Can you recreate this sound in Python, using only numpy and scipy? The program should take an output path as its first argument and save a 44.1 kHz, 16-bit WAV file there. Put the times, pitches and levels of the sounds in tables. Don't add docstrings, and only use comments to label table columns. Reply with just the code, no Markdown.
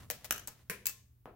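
import sys
import numpy as np
from scipy import signal
from scipy.fft import rfft, irfft
from scipy.io import wavfile
from scipy.ndimage import uniform_filter1d

SR = 44100
rng = np.random.default_rng(int(sys.argv[2]) if len(sys.argv) > 2 else 0)


def output_pcm(signal):
    pcm = np.clip(np.atleast_2d(signal).T, -1, 1) * 32767
    wavfile.write(sys.argv[1], SR, np.round(pcm).astype(np.int16))


N = 59535
T = np.arange(N) / SR
CONTACT_SIZE = 8192
SPREAD_HZ = 3400
AIR_SPREAD_HZ = 380


def amp(db):
    return 10 ** (np.asarray(db) / 20)


def unit(x):
    return x / np.sqrt(np.sum(x ** 2) / len(np.atleast_2d(x)))


def fade(t60):
    return np.exp(-np.log(1000) * T / max(t60, 1e-3))


def read(points, hz):
    f, v = np.array(points).T
    return np.interp(np.log(hz + 1), np.log(f), v)


def axis_hz(x):
    return np.linspace(0, SR / 2, x.shape[-1] + 1)


def delay(x, s):
    k = int(np.clip(s * SR, 0, N - 1))
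    return np.pad(x[:, :N - k], ((0, 0), (k, max(N - k - x.shape[1], 0))))


def colour(x, db):
    n = x.shape[-1]
    cepstrum = irfft(np.log(amp(db)))
    cepstrum[..., 1:n] *= 2
    cepstrum[..., n + 1:] = 0
    response = np.exp(rfft(cepstrum))
    return irfft(rfft(x, 2 * n) * response)[..., :n]


def stereo(pair, spread_hz):
    hz = axis_hz(pair) + 1
    share = hz / np.hypot(hz, spread_hz)
    power = np.array([np.ones_like(hz), share ** 2]) / (1 + share ** 2)
    mid, side = colour(pair, 10 * np.log10(power))
    return np.array([mid + side, mid - side])


def noise():
    return rng.standard_normal((2, N))


def steady(pair, points, spread_hz):
    coloured = colour(stereo(pair, spread_hz), read(points, axis_hz(pair)))
    return np.sqrt(N) * unit(coloured)


def burst(envelope, count=4, size=40):
    envelope = envelope[:CONTACT_SIZE] + 1e-7
    x = rng.standard_normal((2, CONTACT_SIZE))
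    for _ in range(count):
        local_rms = np.sqrt(abs(uniform_filter1d(x ** 2, size)) + 1e-16)
        spectrum = rfft(x * envelope / local_rms)
        x = irfft(spectrum / (abs(spectrum) + 1e-12))
    gate = np.minimum(1, 30 * envelope / envelope.max())
    return unit(x * gate)


def ventilation():
    # f/Hz, level/dB
    air_colour = [(20, -17), (40, -10), (60, 5), (82, 5.5), (105, -9.5), (170, -17.5), (260, -13.5),
                  (500, -31), (1000, -32), (3000, -37.5), (8000, -41), (15000, -27)]
    return amp(-66.5) * steady(noise(), air_colour, AIR_SPREAD_HZ)


def mains_hum():
    hum_hz, rms_db = 118.5, -67
    return amp(rms_db) * np.sqrt(2) * np.sin(2 * np.pi * (hum_hz * T + rng.random()))


def low_rumble():
    # t/s, level/dB
    rumble_level = [(0, -57.5), (.15, -58.5), (.25, -67), (.34, -58.5), (.52, -63.5), (.62, -71),
                    (1.35, -80.5)]
    # f/Hz, level/dB
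    rumble_colour = [(25, -22), (50, -5.5), (80, 0), (140, -4), (250, -12.5), (450, -26.5), (1200, -37)]
    level_db = np.interp(T, *np.array(rumble_level).T)
    return amp(level_db) * steady(noise(), rumble_colour, AIR_SPREAD_HZ)


def rolling():
    # start t/s, length/s, level/dB
    stretches = [(-.07, 0.14, -56.5), (0.146, 0.27, -62.5), (0.354, 0.1, -61.5), (0.54, 0.12, -68),
                 (0.648, 0.055, -75.5)]
    # f/Hz, level/dB
    rolling_colour = [(100, -1.5), (250, 1), (550, -3), (1000, -1.5), (2200, -4.5), (4000, -9),
                      (8000, -12.5), (15000, -14)]
    bumps_per_s = 2400
    bumps = noise() * (rng.random(N) < bumps_per_s / SR)
    shaken = signal.fftconvolve(bumps, burst(fade(0.022)), axes=1)[:, :N]
    swell = 0
    for start, length, db in stretches:
        progress = np.clip((T - start) / length, 0, 1)
        swell = swell + amp(db) * np.sin(np.pi * progress)
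    return swell * steady(shaken, rolling_colour, SPREAD_HZ)


def snap_and_crack(crack_t60):
    snap_t60, snap_db = .004, -4
    return burst(fade(crack_t60) + amp(snap_db) * fade(snap_t60))


def loose_beam_buzz(buzz_t60, crack_t60):
    patchy_db, grain_s = 1, .002
    steps = rng.standard_normal(CONTACT_SIZE)
    chatter = amp(patchy_db * np.interp(T / grain_s, np.arange(CONTACT_SIZE), steps))
    return burst(fade(buzz_t60) * chatter * (1 - fade(crack_t60)) ** 2)


def ring(modes):
    mode_shift = .004
    t, out = T[:CONTACT_SIZE * 2], 0
    for hz, db, t60 in modes:
        tuned = hz * (1 + mode_shift * rng.standard_normal())
        phase = rng.random((2, 1)) * min(hz / SPREAD_HZ, 1)
        sine = np.sin(2 * np.pi * (tuned * t + phase))
        out = out + amp(db) * unit(fade(t60)[:len(t)] * sine)
    return unit(out)


def blow(part, bright_db, pan_db, buzz_db):
    damping = { "top slide": (-12, -10.5, 0.042), "ramp": (-12, -11.5, 0.024),
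               "catcher": (-7.5, -7.5, 0.054), "low slide": (-7.5, -5.5, 0.0796),
               "end stop": (-10.5, -10, 0.051), "base": (-7, -5.5, .12), }
    crack_t60_s = {"top slide": .014, "ramp": .011, "catcher": .012, "low slide": .016, "end stop": .013,
                   "base": .003}
    part_colours = { "top slide": [(100, -6.5), (160, 2.5), (300, -13), (520, 1), (700, 4), (1100, -5.5),
                    (2000, 0), (4300, -2.5), (5800, 0.5), (9500, -4), (12600, 1), (15500, 2)],
                    "ramp": [(120, -7.5), (400, -4), (680, 0), (1000, -7), (1300, 5), (1650, 5.5),
                    (2150, -4.5), (2900, 6), (3450, -6), (4900, -9), (5750, 4), (9000, -5.5), (12500, 4),
                    (15500, -1.5)], "catcher": [(150, -9.5), (500, -7.5), (850, 0), (3200, -6), (6200, -1),
                    (8000, -0.5), (9500, -5.5), (12500, -0.5), (15500, -0.5)], "low slide": [(100, -6),
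                    (185, 14.5), (290, 0.5), (420, 11.5), (530, 10.5), (780, -8), (1030, 5), (1250, -3),
                    (1600, 9), (2450, 8.5), (3300, -9.5), (5800, -2.5), (7000, -5), (12000, 0),
                    (15500, -4.5)], "end stop": [(150, -12), (700, -13.5), (1500, -6.5), (2400, -1.5),
                    (3300, -6), (5800, -0.5), (7600, 6), (9600, -12), (11800, 5), (15000, 3), (16000, 7.5)],
                    "base": [(100, -3.5), (300, -0.5), (650, 3.5), (1100, -1.5), (1900, -15), (2800, -19),
                    (4000, -26.5), (7500, -37.5), (11000, -27), (15500, -32)], }
    part_modes = { "top slide": [(498, -3.5, 0.079), (584, -6, 0.12), (1854, -2.5, 0.045), (2000, -7, .12),
                  (3110, -7.5, .1), (13590, 0.5, .06)], "ramp": [(1254, -10.5, .2), (1410, -6, 0.13),
                  (1700, -4.5, .2), (2430, -9, 0.27), (2876, 0, 0.047), (2913, 3.5, 0.047),
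                  (3800, -3.5, .25), (5900, 1, .15), (5740, -2, 0.2), (6223, -2.5, 0.37), (7500, -6, 0.27),
                  (10750, -5, .15), (12510, -0.5, 0.057)], "catcher": [(830, -10, 0.091), (6350, 1, 0.06),
                  (8075, 6, 0.035), (12550, -6, .05)], "low slide": [(183.3, 3, 0.1276), (432, -5.5, 0.18),
                  (1020, 2.5, 0.19), (1527, 4.5, 0.065), (1864, -20, .15), (2250, -13, 0.11),
                  (2300, -18, 0.16)], "end stop": [(1058, -17, 0.28), (2250, -8, 0.062), (2610, -2.5, 0.15),
                  (4710, -11, 0.081), (7100, 0.5, 0.047), (8050, -2, 0.071), (12570, -4.5, 0.0888),
                  (12040, -7, .08), (14300, -9.5, .09), (14950, -2, .08)], "base": [(340, 1.5, .35),
                  (448, -1.5, .3), (583, 1.5, 0.18), (727, -3, .28), (1008, 0, 0.29)], }
    shade_hz = 3580
    blur_hz = 1500

    ring_db, room_db, buzz_t60 = damping[part]
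    crack_t60 = crack_t60_s[part]
    strike = snap_and_crack(crack_t60)
    buzz = loose_beam_buzz(buzz_t60, crack_t60)

    hz = axis_hz(strike)
    shape_db = read(part_colours[part], hz) + bright_db * np.log2(hz + 20)
    shape_db = shape_db - 10 * np.log10(np.mean(amp(shape_db) ** 2))
    contact = colour(stereo(strike + amp(buzz_db) * buzz, SPREAD_HZ), shape_db)
    near = np.pad(contact, ((0, 0), (0, CONTACT_SIZE))) + amp(ring_db) * ring(part_modes[part])

    near_hz = axis_hz(near)
    shade_db = pan_db / 2 * near_hz ** 2 / (near_hz ** 2 + shade_hz ** 2)
    near = colour(near, np.array([shade_db, -shade_db]))

    blur_bins = max(int(2 * blur_hz / hz[1]), 1)
    evened_db = 10 * np.log10(abs(uniform_filter1d(amp(shape_db) ** 2, blur_bins)) + 1e-12)
    treble = hz ** 2 / (hz ** 2 + shade_hz ** 2)
    click = np.eye(1, CONTACT_SIZE)
    radiated = colour(click, shape_db + treble * (evened_db - shape_db))
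    return near, amp(room_db) * radiated


def table_echo(near):
    echo_s, echo_db = .0064, -14
    return amp(echo_db) * delay(near, echo_s)


def room():
    # f/Hz, t60/s
    tail_t60 = [(150, 0.95), (500, 0.52), (1500, 0.3), (3000, 0.39), (7000, 0.37), (15000, .24)]
    # f/Hz, level/dB
    room_colour = [(100, 0), (400, 1.5), (1200, 3.5), (3000, 2.5), (7000, -0.5), (15000, -2.5)]
    build_s, spread_hz = .007, 1500
    early_db, early_s, early_width_s = -3, .028, 0.024
    pan_db = 2.5

    freqs = axis_hz(T)
    spectrum = rfft(noise(), 2 * N)
    centres_hz = np.geomspace(100, 16000, 7)
    tail = 0
    for centre, band in zip(centres_hz, np.eye(len(centres_hz))):
        weight = read(list(zip(centres_hz, band)), freqs)
        tail = tail + irfft(spectrum * weight)[:, :N] * fade(read(tail_t60, centre))
    tail = unit(tail * (1 - np.exp(-(T / build_s) ** 2)))
    early = unit(noise() * np.exp(-((T - early_s) / early_width_s) ** 2 / 2))
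    response = colour(stereo(tail + amp(early_db) * early, spread_hz), read(room_colour, freqs))
    return response * amp(np.array([[1], [-1]]) * pan_db / 2)


def scene():
    # t/s, level/dB, part struck, brightness/dB per octave,
    # treble left minus right/dB, buzz against crack/dB
    ball_blows = [ (0.0464, -39.5, "base", 4.5, 7, -12), (0.1014, -5, "top slide", 0.5, 6.5, -10.5),
                  (.1096, -11.5, "top slide", 0.5, 11, -4.5), (.1160, -24, "top slide", -1, -5, -12),
                  (0.2453, -18.5, "top slide", -0.6, 3, 0.5), (0.253, -23.5, "top slide", 0, 7, 1.5),
                  (0.3086, 0, "ramp", 0, 3, -9), (0.3232, -11.5, "ramp", 2, 16, -5),
                  (0.3259, -15, "ramp", -1.5, 0.5, -27), (.3450, -22, "ramp", 3, -4, -6),
                  (.3610, -22, "ramp", -1.7, 12, -11), (0.3798, -19.5, "ramp", -0.5, -4, -5.5),
                  (.3950, -27.5, "ramp", 0.5, 12, 1), (0.474, -14.5, "catcher", 2.5, 6, 0.5),
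                  (0.4815, -23, "catcher", -2.4, -6, -2), (0.6983, -8.5, "low slide", 1.5, 1.5, -1),
                  (0.8565, -9.5, "end stop", -0.75, 2, -9.5), (0.8582, -10, "end stop", -0.5, 7.5, -12),
                  (.8678, 0, "end stop", 1.5, 9.5, -17), (0.8689, -8.5, "end stop", 1.1, 19, -16.5),
                  (.8712, -8, "end stop", -0.3, 2.5, -8.5), (0.8861, -15, "end stop", 1, 12, -2.5),
                  (.8950, -16, "end stop", -1.5, 10, -2), (1.2568, -21, "base", -0.5, 7, -4), ]
    background = ventilation() + mains_hum() + low_rumble()
    near, sent = 0, 0
    for s, db, part, bright_db, pan_db, buzz_db in ball_blows:
        direct, radiated = blow(part, bright_db, pan_db, buzz_db)
        near = near + amp(db) * delay(direct, s)
        sent = sent + amp(db) * delay(radiated, s)
    far = signal.fftconvolve(sent, room(), axes=1)[:, :N]
    return near + table_echo(near) + far + rolling() + background


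def record(dry):
    top_hz = 15800
    low_pass = signal.ellip(8, .2, 60, top_hz, fs=SR, output="sos")
    return signal.sosfilt(low_pass, dry)


dry = scene()
out = record(dry)
output_pcm(out)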